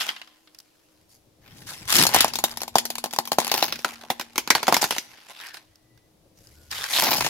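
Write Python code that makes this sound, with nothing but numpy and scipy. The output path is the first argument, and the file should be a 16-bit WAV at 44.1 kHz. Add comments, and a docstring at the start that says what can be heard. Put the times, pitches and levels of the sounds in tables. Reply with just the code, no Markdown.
"""Sharp plastic cracks, each a bright snap and a hollow pop, over beads that slide, crunch and tick.
A car tyre creeps over two thin bowls of bead necklaces on a hard floor, backs off and comes again.
Cracks are noise bursts over decaying shell tones; beads are coloured noise broken into tiny contacts.
The tyre is a soft noise rumble whose air rings with one low note; a diffuse noise tail is the short echo.
Shrill creaks, faint squeaks and groans, two faint tones, low and very high, and smooth hiss fill in the rest."""
import sys
import numpy as np
from scipy import signal
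from scipy.fft import rfft, irfft, next_fast_len
from scipy.io import wavfile
from scipy.ndimage import uniform_filter1d, map_coordinates

SR = 44100
rng = np.random.default_rng(int(sys.argv[2]) if len(sys.argv) > 2 else 0)


def wav_out(sig):
    """Save sig, one row per channel (or a flat mono array), as 16-bit PCM at SR to the path in sys.argv[1]."""
    wavfile.write(sys.argv[1], SR, np.round(np.clip(np.atleast_2d(sig).T, -1, 1) * 32767).astype(np.int16))


N = 321477

# All dB levels in the tables are relative; the layers trim them further.
# Cracks of the plastic. Each row: time in seconds, snap level in dB, pop level in dB, pop pitch in Hz.
CRACK_EVENTS = [(1.9038, -23.5, -39.5, 1130), (1.925, -18, -28, 1280), (1.9554, -17.5, -31.5, 1230),
                (1.966, -17.5, -46, 1243), (1.9845, -20, -36.5, 1080), (1.9985, -17.5, -25, 1000),
                (2.0083, -23.5, -33.5, 600), (2.0252, -16, -26, 970), (2.0371, -15.5, -26, 915),
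                (2.053, -25.5, -21, 826), (2.068, -14.5, -23, 820), (2.0918, -29.5, -31, 900),
                (2.139, -23.5, -36.5, 724), (2.1456, -14, -13.5, 810), (2.1497, -18.5, -18, 850),
                (2.1631, -17, -15.5, 768), (2.1871, -24, -35.5, 790), (2.2069, -10.5, -26.5, 1280),
                (2.2454, -19.5, -13, 836), (2.281, -30.5, -36, 725), (2.3367, -28, -36, 930),
                (2.3559, -24, -33, 880), (2.369, -39, -45.5, 906), (2.388, -26, -27.5, 860),
                (2.44, -16, -17, 792), (2.573, -29, -33.5, 890), (2.6056, -36, -44.5, 962),
                (2.618, -28, -32, 765), (2.634, -30, -34.5, 820), (2.6798, -35, -32.5, 850),
                (2.756, -18, -8.5, 780), (2.784, -16.5, -34, 794), (2.8536, -26, -36.5, 730),
                (2.9035, -27, -30, 700), (2.9552, -29.5, -36.5, 950), (2.9827, -30, -34.5, 1020),
                (3.041, -25, -24.5, 766), (3.0592, -35.5, -30, 740), (3.11, -39, -54.5, 910),
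                (3.1286, -39.5, -44.5, 900), (3.1355, -29.5, -31, 805), (3.163, -33, -33.5, 1018),
                (3.1876, -19, -15, 870), (3.2544, -35.5, -50.5, 810), (3.275, -32.5, -36, 1000),
                (3.3189, -21.5, -18, 784), (3.331, -29, -34.5, 825), (3.3852, -20.5, -10, 733),
                (3.402, -24, -42, 857), (3.417, -34, -29, 870), (3.4469, -26.5, -40, 900),
                (3.4688, -28, -30.5, 850), (3.479, -25.5, -32.5, 1090), (3.5165, -16, -21.5, 810),
                (3.5404, -17, -24, 910), (3.5495, -29, -25.5, 865), (3.5786, -21, -26.5, 780),
                (3.6262, -14, -16.5, 770), (3.639, -28, -34.5, 860), (3.6822, -29, -39, 850),
                (3.7247, -21, -36, 1220), (3.758, -33.5, -57, 1370), (3.7915, -36.5, -60, 860),
                (3.847, -23.5, -17.5, 1350), (4.1025, -23.5, -18, 800), (4.1974, -30.5, -30, 960),
                (4.212, -32, -40.5, 885), (4.3583, -33.5, -36.5, 1224), (4.38, -19.5, -24, 970),
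                (4.4757, -29.5, -31, 930), (4.5043, -11, -14.5, 990), (4.551, -18.5, -23.5, 980),
                (4.5535, -30.5, -17, 950), (4.6301, -26.5, -26, 920), (4.6688, -29, -31.5, 1290),
                (4.6811, -21.5, -13, 875), (4.725, -22, -12, 887), (4.743, -15.5, -36, 980),
                (4.7669, -20, -18, 900), (4.8161, -27.5, -45, 1150), (4.8282, -24.5, -20, 820),
                (4.8414, -21.5, -22.5, 870), (4.9085, -22, -24.5, 1010), (4.924, -32.5, -28.5, 880),
                (4.9646, -35.5, -30.5, 810), (4.9832, -23, -61.5, 1275), (6.9857, -23.5, -24, 1040),
                (7.0228, -23.5, -22, 940), (7.0305, -28, -23, 860), (7.0401, -33, -26.5, 850),
                (7.0538, -27.5, -26.5, 670), (7.0683, -22, -21, 860), (7.081, -24, -26, 860),
                (7.0894, -26, -29, 770), (7.1141, -31, -23.5, 815), (7.1195, -22.5, -25, 790),
                (7.1314, -22.5, -26, 980), (7.1544, -32.5, -31, 780), (7.183, -29, -28, 800),
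                (7.2081, -21.5, -24, 930), (7.224, -30.5, -32, 1030), (7.247, -27, -29, 710),
                (7.2646, -24.5, -24, 800)]
# Modes of a buckling wall. Each row: multiple of the pop pitch, level in dB, T60 in seconds.
SHELL_MODES = [(.72, -8, 0.0072), (1, 9.5, 0.01), (1.4, -13.5, .01)]
# Low modes of the bowl's base. Each row: frequency in Hz, level in dB.
BASE_MODES = [(255, -27.5), (362, -23), (478, -28)]
# Resonances of the bowl wall. Each row: frequency in Hz, width in Hz, level in dB.
WALL_MODES = [(520, 1300, -10.5), (727, 170, -1), (841, 50, 2), (1046, 100, -1.5)]
# Colour of the snaps. Each row: frequency in Hz, density in dB per Hz.
SNAP_SPECTRUM = [(1000, -37), (2800, -2.5), (4200, 3), (6000, 1), (7300, -2), (8500, -8), (11200, -1),
                 (13000, -3.5), (15500, -11)]
# Colour of the clacks. Each row: frequency in Hz, density in dB per Hz.
CLACK_SPECTRUM = [(120, -39), (250, 6.5), (500, 5), (900, -8), (1400, 6.5), (2500, 9), (3600, -6),
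                  (5000, -29), (9000, -44)]
# Shoves that set a heap of beads sliding. Each row: start in seconds, attack in seconds, hold in seconds,
# slide level in dB, crackle over slide in dB, wall over slide in dB.
SHOVE_EVENTS = [(0, 0.0024, 0.024, -28.5, -9, -19), (0.042, 0.034, .012, -31, -8.5, -8),
                (0.321, 0.021, 0.69, -70.5, -3, -26), (1.077, 0.033, 0.042, -69.5, 9, -5),
                (1.392, 0.11, 0.14, -54, -1.5, -7), (1.657, 0.025, 0.056, -40, -1.5, -11),
                (1.74, 0.017, 0.13, -50, -4, -4), (1.871, 0.066, 0.073, -19.5, -3, -15),
                (2.077, 0.017, 0.05, -36, -4, 4.5), (2.123, 0.02, 0.079, -20.5, -15.5, -19),
                (2.435, 0.011, 0.08, -43.5, -6.5, -3), (2.748, .02, 0.015, -41, -18.5, -11),
                (3.4, .015, 0.1, -33, -8, -9), (3.543, 0.067, 0.044, -28.5, 4.5, -1.5),
                (3.677, 0.0044, 0.083, -41, -4, -12), (3.859, 0.0074, 0.058, -44.5, -5.5, 0.5),
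                (3.998, 0.014, 0.046, -49.5, -10, 3), (4.538, 0.013, 0.038, -34, -14, -4),
                (4.702, 0.017, 0.078, -34.5, -14, -20.5), (4.811, 0.005, 0.0086, -30.5, 5, 3),
                (4.905, 0.0085, 0.055, -37.5, -3.5, -18), (5.031, 0.089, 0.15, -51.5, -11.5, -8),
                (5.279, 0.0095, 0.031, -46.5, -6.5, -2), (5.311, 0.12, 0.056, -41.5, -12, -13.5),
                (5.533, 0.0052, 0.023, -47.5, -5, -1), (6.35, 0.02, .32, -66, 3, -18.5),
                (6.703, 0.013, 0.15, -34, -6, -12), (6.874, 0.083, 0.053, -25, 0, -10),
                (6.976, 0.043, 0.15, -26.5, 7, -2.5), (7.195, 0.009, 0.073, -30, -3.5, -20)]
# Creeping of the pinned beads between shoves. One row: slide in dB, crackle in dB, wall in dB.
CREEP_LEVELS = (-59, -65.5, -58.5)
# Load that pins the beads. Each row: time in seconds, share of the car's weight from 0 to 1.
LOAD_CURVE = [(2.2, 0), (2.35, 1), (4.4, 1), (5.1, 0)]
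# Colour of sliding beads. Each row: frequency in Hz, density in dB per Hz.
SLIDE_SPECTRUM = [(300, -43.5), (750, -9.5), (1300, -4.5), (1620, -1.5), (2000, -3.5), (3000, -2.5),
                  (4900, -7.5), (6500, -20.5), (9000, -32.5), (15000, -47)]
# Colour of crunching beads. Each row: frequency in Hz, density in dB per Hz.
CRACKLE_SPECTRUM = [(1500, -45.5), (3500, -8.5), (5200, 3), (7000, -0.5), (8500, -4), (11000, -1),
                    (13000, -3.5), (15500, -13)]
# Single knocks of beads. Each row: time in seconds, level in dB, brightness in dB.
BEAD_KNOCKS = [(0.0084, -11.5, -21), (0.0158, -14, -13), (0.09, -13, -23), (0.164, -23.5, -34),
               (0.216, -25.5, -24), (0.275, -36.5, -22), (0.474, -38.5, -26), (0.5472, -33.5, -7),
               (0.5875, -29.5, 7), (0.602, -33, 2), (1.478, -36.5, -17), (1.62, -35.5, -15.5),
               (2.5135, -23.5, 7), (3.9572, -30.5, -17), (5.412, -28, -10), (5.468, -29, -3),
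               (5.543, -24, -21), (5.57, -26.5, -22), (5.757, -42.5, -3), (5.976, -43.5, -17.5),
               (6.471, -37.5, 2), (6.7133, -17.5, -2), (6.7259, -21, -20), (6.84, -14.5, -10)]
# Stick-slip creaks of the rim under the tread. Each row: time in seconds, level in dB.
RIM_CREAKS = [(6.9355, -15), (6.9405, -24), (6.951, -19), (6.962, -16), (6.9705, -19), (6.977, -16)]
# Ringing after the necklace drops in at the start. Each row: frequency in Hz, level in dB.
NECKLACE_RING = [(743, -58), (1028, -53), (2650, -59)]
# Rolling of the tyre. Each row: time in seconds, rumble and scuff level in dB.
ROLLING_CURVE = [(0.0, -92), (0.41, -90.5), (1.0, -73.5), (1.52, -62.5), (2.11, -49), (3.09, -74.5),
                 (3.55, -63), (4.2, -74), (4.73, -59), (4.97, -69.5), (5.3, -82), (5.72, -72.5),
                 (6.52, -62), (6.98, -60), (7.19, -51), (7.29, -51)]
# Colour of the rumble. Each row: frequency in Hz, density in dB per Hz.
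RUMBLE_SPECTRUM = [(25, -10.5), (75, -3.5), (115, 0.5), (165, -10), (400, -45)]
# Colour of the tread scuffing the floor. Each row: frequency in Hz, density in dB per Hz.
TREAD_SPECTRUM = [(90, -25), (160, -4.5), (300, -9), (560, -11.5), (800, -23), (2500, -48.5)]
# The tread presses on a bowl. Each row: start in seconds, attack in seconds, hold in seconds, level in dB.
TREAD_PRESSES = [(1.418, 0.2, .1, -54.5), (1.932, 0.06, 0.024, -26), (2.103, 0.021, 0.099, -56),
                 (3.55, 0.15, 0.061, -56), (4.649, 0.064, 0.1, -55), (6.97, 0.065, 0.24, -46.5)]
# Colour of the pressing thuds. Each row: frequency in Hz, density in dB per Hz.
THUD_SPECTRUM = [(60, -36.5), (130, 5), (230, 2.5), (340, -1.5), (480, -9.5), (800, -27), (2000, -47.5)]
# Faint squeaks of rubbing parts. Each row: start in seconds, length in seconds, pitch in Hz,
# level in dB, random pitch waver in Hz.
RUBBING_SQUEALS = [(5.397, 0.21, 1687, -48.5, 130), (5.596, 0.576, 1978, -73.5, 42.06),
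                   (6.53, 0.212, 1450, -68, 28)]
# Low groans of the tyre as it gets rolling. Each row: start in seconds, length in seconds, pitch in Hz,
# level in dB, random pitch waver in Hz.
TYRE_GROANS = [(1.42, .42, 137.5, -52.5, 29), (6.4, .55, 75.8, -56, 12.1)]
# Which bowl is sounding. Each row: time in seconds, blend from 0 (second bowl) to 1 (first bowl).
BOWL_BLEND = [(1.3, 0), (1.6, 1), (3.4, 1), (3.9, 0), (6.9, 0), (7.29, 1)]
# Decay of the room. Each row: frequency in Hz, T60 in seconds.
ROOM_DECAY = [(150, 0.92), (800, 0.4), (3000, 0.59), (8000, 0.51), (15000, 0.18)]
# Faint background tones, one low and one very high, that waver in level and phase. Each row: frequency in Hz,
# level in dB.
BACKGROUND_TONES = [(313, -69), (10013, -86)]
# Colour of the background hiss. Each row: frequency in Hz, density in dB per Hz.
HISS_SPECTRUM = [(100, -6.5), (560, -2.5), (900, -8.5), (1500, -15.5), (5000, -14), (8000, -18.5),
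                 (12000, -18.5), (15500, -22.5)]

# The clack follows its snap: dB at the reference snap, growth in dB per dB, extra dB for the second bowl.
CLACK_DB, REFERENCE_SNAP_DB, CLACK_GROWS, FAR_CLACK_DB = -31, -23, 0.95, 6.5
# A snap starts almost at once; the second bowl's bursts are drawn out by this share.
SNAP_RISE_S, SNAP_T60_S, FAR_STRETCH = .00005, .0046, .35
# After a movement the sound drops quickly, then a quieter remainder settles.
STOP_T60_S, SETTLE_DB, SETTLE_T60_S = 0.15, -17.5, 0.8
# The air in the tyre, rung by the pops.
CAVITY_HZ, CAVITY_T60_S, FIRST_RING_DB = 234.7, 1.9, -57
TOP_HZ = 15900


def cracks(hollow_db, jumpy_db, snap_db, pop_db, snap_t60, clack_t60, rise, scatter_db, scatter_t60,
           far_db, far_stretch, base_t60, snap_scatter_db, dull_db, dull_hz):
    """A wall gives way: a snap, a clack and a few cycles of the buckling shell, then scatter off floor and car."""
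    out = np.zeros((2, N))
    lead = .004
    t = np.arange(SR // 6) / SR - lead
    age = np.maximum(t, 0)
    # every fracture frees a different piece of plastic, with resonances of its own
    snaps = noise(SNAP_SPECTRUM, alike=.3, patchy_db=3.8)
    clacks = noise(CLACK_SPECTRUM, alike=.65, patchy_db=3)
    # a fracture runs in tiny jumps
    jumps = unit(amp(jumpy_db * wobble(2500)))[None]
    # the tyre shades the top of the second bowl's snaps
    shaded = filtered(snaps, lambda hz: amp(dull_db / (1 + (dull_hz / (hz + 1)) ** 10)))
    hollow = unit(wall(pair(alike=0.67)))
    # the base of the bowl answers lower and longer than its wall
    base = sum(np.sin(2 * np.pi * hz * age) * amp(db - 60 * age / base_t60) for hz, db in BASE_MODES)
    opening = (t > -.001) & (t < .004)

    def piece(source):
        """A random excerpt, one crack long."""
        return source[:, rng.integers(N - len(t)):][:, :len(t)]

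    def burst(t60):
        """A steep onset and an exponential fade."""
        onset = 1 / (1 + amp(np.clip(-t / rise, -200, 200)))
        return amp(-60 * age / t60) * onset

    def sized(x):
        """Scale to rms 1 over the 5 ms around the onset."""
        return x / np.sqrt(np.mean(x[:, opening] ** 2))

    def struck(source, t60, tail):
        """Noise shaped by a jumpy burst and its scattered tail."""
        return sized(piece(source) * (piece(jumps) * burst(t60) + tail))

    for s, snap, pop, pop_hz in CRACK_EVENTS:
        far = np.clip((s - 3.5) / .4, 0, 1)
        stretch = 1 + far * far_stretch
        clack = CLACK_DB + CLACK_GROWS * (snap - REFERENCE_SNAP_DB) + far * FAR_CLACK_DB
        # the second bowl lies farther off, so more of its sound arrives scattered
        scatter = amp(scatter_db + far * far_db - 60 * age / scatter_t60) * (1 - np.exp(-age / 0.00021))
        swing = 0
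        for ratio, db, t60 in SHELL_MODES:
            # the side modes shift with the shape of each dent
            mode_hz = pop_hz * ratio ** rng.uniform(.75, 1.15)
            fade = amp(db + rng.normal(0, 2.5) - 60 * age / t60)
            swing = swing + np.sin(2 * np.pi * mode_hz * age) * fade
        tones = (swing + base) * (1 - np.exp(-age / 0.00055))
        shell = sized(amp(hollow_db) * scatter * piece(hollow) - tones)
        snap_source = shaded if far > .5 else snaps
        sound = amp(snap + snap_db) * struck(snap_source, snap_t60 * stretch, amp(snap_scatter_db) * scatter)
        sound += amp(clack) * struck(clacks, clack_t60 * stretch, scatter)
        add(out, s - lead, sound + amp(pop + pop_db) * shell)
    return out


def wall(x):
    """The damped resonances of a bowl, in alternating polarity."""
    def response(f):
        total = 0
        for k, (centre, width, db) in enumerate(WALL_MODES):
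            damping = 1j * f * width
            total = total + (-1) ** k * amp(db) * damping / (centre * centre - f * f + damping)
        return total

    return filtered(x, response)


def crush(splinter_db, splinter_knock_db, wall_db, slide_db, crackle_db, coarse_from_db, coarse_share):
    """Beads grind under the tread; the same contacts crackle, rattle and knock the bowl."""
    load = np.clip(curves(LOAD_CURVE)[0], 0, 1)
    power = np.outer(amp(CREEP_LEVELS) ** 2, load)
    for s, attack, hold, db, over_crackle, over_wall in SHOVE_EVENTS:
        levels = amp([db, db + over_crackle, db + over_wall])
        power += np.outer(levels ** 2, stroke(s, attack, hold) ** 2)
    slide_gain, crackle_gain, wall_gain = np.sqrt(power)
    # loose beads slide in a dense rustle; pinned under the full load they slip one by one
    loose = contacts(rate=800, spread_db=3.3, life=.0006, bed=.2)
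    coarse = contacts(rate=420, spread_db=4.8, life=.0005, bed=.07)
    # a hard crunch turns coarse as well
    hard = np.clip(crackle_gain / amp(coarse_from_db), 0, 1) * np.clip(coarse_share, 0, 1)
    pinned = np.maximum(load, hard)
    grain = pinned * coarse + (1 - pinned) * loose
    # small splinters snap off between the big cracks and knock the wall too
    splinters = contacts(rate=110, spread_db=1.7, life=.0005, bed=0)
    snaps = unit(noise(SNAP_SPECTRUM, alike=.4, patchy_db=4) * splinters)
    knocks = unit(wall(pair(alike=.9) * (grain + amp(splinter_knock_db) * splinters)))
    # the pile keeps shifting, and its resonances with it
    slide = unit(noise(SLIDE_SPECTRUM, alike=.35, patchy_db=3) * grain)
    crackle = unit(noise(CRACKLE_SPECTRUM, alike=.3, patchy_db=3) * grain)
    crunch = crackle_gain * (amp(crackle_db) * crackle + amp(splinter_db) * snaps)
    return amp(wall_db) * wall_gain * knocks + amp(slide_db) * slide_gain * slide + crunch


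def beads(level_db, bright_db, bright_t60, click_t60, tail_db, tail_t60):
    """A bead drops on its neighbours or on the bowl: a dry click, dull or bright."""
    out = np.zeros((2, N))
    t = np.arange(SR // 12) / SR
    dull_fade = amp(-60 * t / click_t60) + amp(tail_db - 60 * t / tail_t60)
    bright_fade = amp(-60 * t / bright_t60)
    dull = noise(SLIDE_SPECTRUM, alike=.3, patchy_db=3.5)
    # (Hz, dB per Hz)
    bright = noise([(2500, -41.5), (4900, -1.5), (7000, -15.5), (15000, -18.5)], alike=0.17)
    for s, db, brightness in BEAD_KNOCKS:
        start = rng.integers(N - len(t))
        excerpt = slice(start, start + len(t))
        tick = amp(brightness + bright_db)
        click = dull[:, excerpt] * dull_fade + 2 * tick * bright[:, excerpt] * bright_fade
        add(out, s, amp(db + level_db) * click / np.hypot(1, tick))
    return out


def creaks(centre_hz, width_hz, t60):
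    """Each slip of the rim excites one shrill resonance for a moment."""
    out = np.zeros((2, N))
    t = np.arange(SR // 20) / SR
    for s, db in RIM_CREAKS:
        source = pair(alike=0.54, size=len(t))
        shrill = filtered(source, lambda hz: 1 / (1 + ((hz - centre_hz) / width_hz) ** 2))
        add(out, s, unit(shrill) * amp(db - 60 * t / t60))
    return out


def after_ring(t60):
    """A few thin tones linger after the necklace lands, each drifting in phase."""
    t = np.arange(N) / SR
    out = 0
    for hz, db in NECKLACE_RING:
        phase = 2 * np.pi * hz * t + wobble(22) + 2 * rng.random((2, 1))
        out = out + amp(db - 60 * t / t60) * np.sin(phase)
    return out


def tyre(rumble_db, tread_db, lumpy_db, thud_db, note_db, unloaded_db, ring_t60):
    """The tread rumbles, scuffs and thuds on the bowls, and every pop rings the air inside."""
    rolling = curves(ROLLING_CURVE)[0]
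    rumble = amp(rolling + rumble_db + lumpy_db * wobble(18)) * noise(RUMBLE_SPECTRUM, alike=1.0)
    scuff_level = amp(rolling + tread_db + lumpy_db * wobble(38))
    scuff = scuff_level * noise(TREAD_SPECTRUM, alike=0.83, patchy_db=2)
    pressing = sum(amp(db) * stroke(s, attack, hold) for s, attack, hold, db in TREAD_PRESSES)
    thud_level = pressing * amp(thud_db + 0.86 * wobble(66))
    thuds = thud_level * noise(THUD_SPECTRUM, alike=0.77, patchy_db=-1)
    kicks = np.zeros(N)
    for s, _, pop, _ in CRACK_EVENTS:
        kicks[round(s * SR)] += amp(pop) ** 2
    # the energies of the pops add up and leak away
    ringing = np.sqrt(signal.lfilter([1], [1, -amp(-60 / (CAVITY_T60_S * SR)) ** 2], kicks))
    phase = 2 * np.pi * np.cumsum(CAVITY_HZ + 2 * wobble(12)) / SR
    # the note carries best while the tyre bears down on a bowl
    unloaded = 1 - curves(LOAD_CURVE)[0]
    note = ringing * amp(note_db + unloaded_db * unloaded + wobble(3.5)) * np.sin(phase)
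    # it is still dying away from an earlier knock at the start
    note += amp(FIRST_RING_DB - 60 * np.arange(N) / SR / ring_t60) * np.sin(phase)
    return rumble + scuff + thuds + note


def rubbing(rows, apart):
    """Wavering tones of rubbing parts; each ear's phase is offset at random by up to apart radians."""
    out = np.zeros((2, N))
    for s, length, hz, db, waver in rows:
        n = int(length * SR)
        phase = 2 * np.pi * np.cumsum(hz + waver * wobble(300)[:n]) / SR
        level = amp(db + 3.2 * wobble(45)[:n]) * signal.windows.tukey(n, .5)
        add(out, s, level * np.sin(phase + apart * rng.random((2, 1))))
    return out


def placed(x, near_db, far_db, lead):
    """The first bowl lies to the left (lead in samples), the second almost ahead."""
    near = curves(BOWL_BLEND)[0]
    side = np.array([[.5], [-.5]])
    early = filtered(x, lambda hz: np.exp(2j * np.pi * hz * side * lead / SR))
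    return near * early * amp(side * near_db) + (1 - near) * x * amp(side * far_db)


def room(x):
    """Nearby walls return a short diffuse tail, different at each ear."""
    hz, t, z = signal.stft(rng.standard_normal((2, SR // 2)), SR, nperseg=256)
    decay = amp(-60 * t / along(ROOM_DECAY, hz)[:, None])
    tail = signal.istft(z * decay, SR, nperseg=256)[1]
    # the tail arrives 10 ms late
    tail = np.pad(tail / np.linalg.norm(tail[0]), ((0, 0), (SR // 100, 0)))
    return signal.fftconvolve(x.mean(0)[None], tail, axes=1)[:, :N]


def background(hiss_db):
    """Two faint tones, low and very high, wavering in level and phase, over smooth hiss."""
    t = np.arange(N) / SR
    tones = 0
    for hz, db in BACKGROUND_TONES:
        tones = tones + amp(db + 2 * wobble(10)) * np.sin(2 * np.pi * hz * t + 1.4 * wobble(25))
    return tones + amp(hiss_db) * noise(HISS_SPECTRUM, alike=0.13)


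def stroke(s, attack, hold):
    """Envelope of one movement: it rises, holds, stops and settles."""
    age = np.arange(N) / SR - s
    after = np.maximum(age - attack - hold, 0)
    settle = min(amp(SETTLE_DB), 1)
    release = (1 - settle) * amp(-60 * after / STOP_T60_S) + settle * amp(-60 * after / SETTLE_T60_S)
    return np.clip(age / attack, 0, 1) * release


def contacts(rate, spread_db, life, bed):
    """Envelope of many tiny contacts of uneven size (rate a second, life in s) over a bed of rubbing."""
    size = amp(spread_db * np.minimum(rng.exponential(size=N), 3))
    blows = (rng.random(N) < rate / SR) * size ** 2
    power = signal.lfilter([1], [1, -np.exp(-1 / (life * SR))], blows)
    return np.sqrt(power / power.mean() + abs(bed))


def noise(spectrum, alike, patchy_db=0):
    """Coloured stereo noise of rms 1, with resonant patches that come and go."""
    z = signal.stft(pair(alike), nperseg=512)[2]
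    field = uniform_filter1d(rng.standard_normal(z.shape[1:]), size=5, axis=0)
    field = uniform_filter1d(field, size=7, axis=1)
    patchy = signal.istft(z * amp(patchy_db * unit(field)), nperseg=512)[1][:, :N]
    return unit(filtered(patchy, lambda hz: amp(along(spectrum, hz))))


def pair(alike, size=N):
    """Left and right white noise that share a part."""
    a, b = rng.standard_normal((2, size))
    turn = np.arccos(np.clip(alike, 0, 1)) / 2
    return np.cos(turn) * a + np.sin(turn) * np.array([b, -b])


def wobble(rate):
    """A smooth random curve, rate knots a second."""
    knots = rng.standard_normal(int(N * rate / SR) + 4)
    return map_coordinates(knots, [np.arange(N) * rate / SR])


def filtered(x, response):
    """Filter x by a complex response of frequency."""
    n = x.shape[-1]
    m = next_fast_len(n + 4096)
    return irfft(rfft(x, m) * response(np.fft.rfftfreq(m, 1 / SR)), m)[..., :n]


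def curves(rows):
    """One value per sample for each column after the time."""
    s, *cols = np.transpose(rows)
    return [np.interp(np.arange(N) / SR, s, c) for c in cols]


def along(points, hz):
    """(Hz, value) points read on a log frequency axis."""
    f, v = np.transpose(points)
    return np.interp(np.log(hz + 1), np.log(f), v)


def add(track, s, sound):
    """Mix a sound into a track at time s."""
    start = max(round(s * SR), 0)
    part = track[:, start:start + sound.shape[-1]]
    part += sound[:, :part.shape[-1]]


def amp(db):
    """Decibels to gain."""
    return 10 ** (np.asarray(db) / 20)


def unit(x):
    """Scale to rms 1."""
    return x / np.sqrt(np.mean(x ** 2) + 1e-20)


def scene():
    """Bowls and beads in their room, with the car and the background."""
    bowls = cracks(hollow_db=-2.0, jumpy_db=5.5, snap_db=2.5, pop_db=0.5, snap_t60=SNAP_T60_S,
                   clack_t60=0.013, rise=SNAP_RISE_S, scatter_db=-11.5, scatter_t60=0.082, far_db=3.0,
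                   far_stretch=FAR_STRETCH, base_t60=0.076, snap_scatter_db=-4, dull_db=-3.5, dull_hz=7000)
    bowls = bowls + beads(level_db=-10.5, bright_db=13.5, bright_t60=0.018, click_t60=0.029,
                          tail_db=-9.5, tail_t60=0.13)
    bowls = bowls + crush(splinter_db=-7.5, splinter_knock_db=1, wall_db=-3, slide_db=-0.5,
                          crackle_db=2.0, coarse_from_db=-21, coarse_share=1.0)
    bowls = bowls + creaks(centre_hz=3800, width_hz=530, t60=0.041) + after_ring(t60=1.1)
    # the bowls' sounds keep little bass below 140 Hz
    bowls = signal.sosfilt(signal.butter(N=4, Wn=140, btype="high", fs=SR, output="sos"), bowls)
    bowls = placed(bowls, near_db=0.76, far_db=-1.2, lead=5.06)
    car = tyre(rumble_db=2.0, tread_db=-1.5, lumpy_db=2.5, thud_db=1.0, note_db=-35.0,
               unloaded_db=-16.5, ring_t60=1.0)
    # the car sits slightly to the left: +1 dB left, -1 dB right
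    car = car * amp([[1], [-1]])
    friction = rubbing(RUBBING_SQUEALS, apart=1) + rubbing(TYRE_GROANS, apart=.5)
    return bowls + amp(-20.0) * room(bowls) + car + friction + background(hiss_db=-65.0)


def record(dry):
    """The left port hears more treble; the loudest peaks saturate; the band ends steeply at TOP_HZ."""
    # (Hz, left over right in dB)
    tilt = [(8500, 1.4), (12500, 4.8)]
    x = filtered(dry, lambda hz: amp(np.array([[.5], [-.5]]) * along(tilt, hz)))
    x = x / (1 + np.abs(x) ** 6) ** (1 / 6)
    return filtered(x, lambda hz: 1 / (1 + (hz / TOP_HZ) ** 120))


dry = scene()
out = record(dry)
wav_out(out)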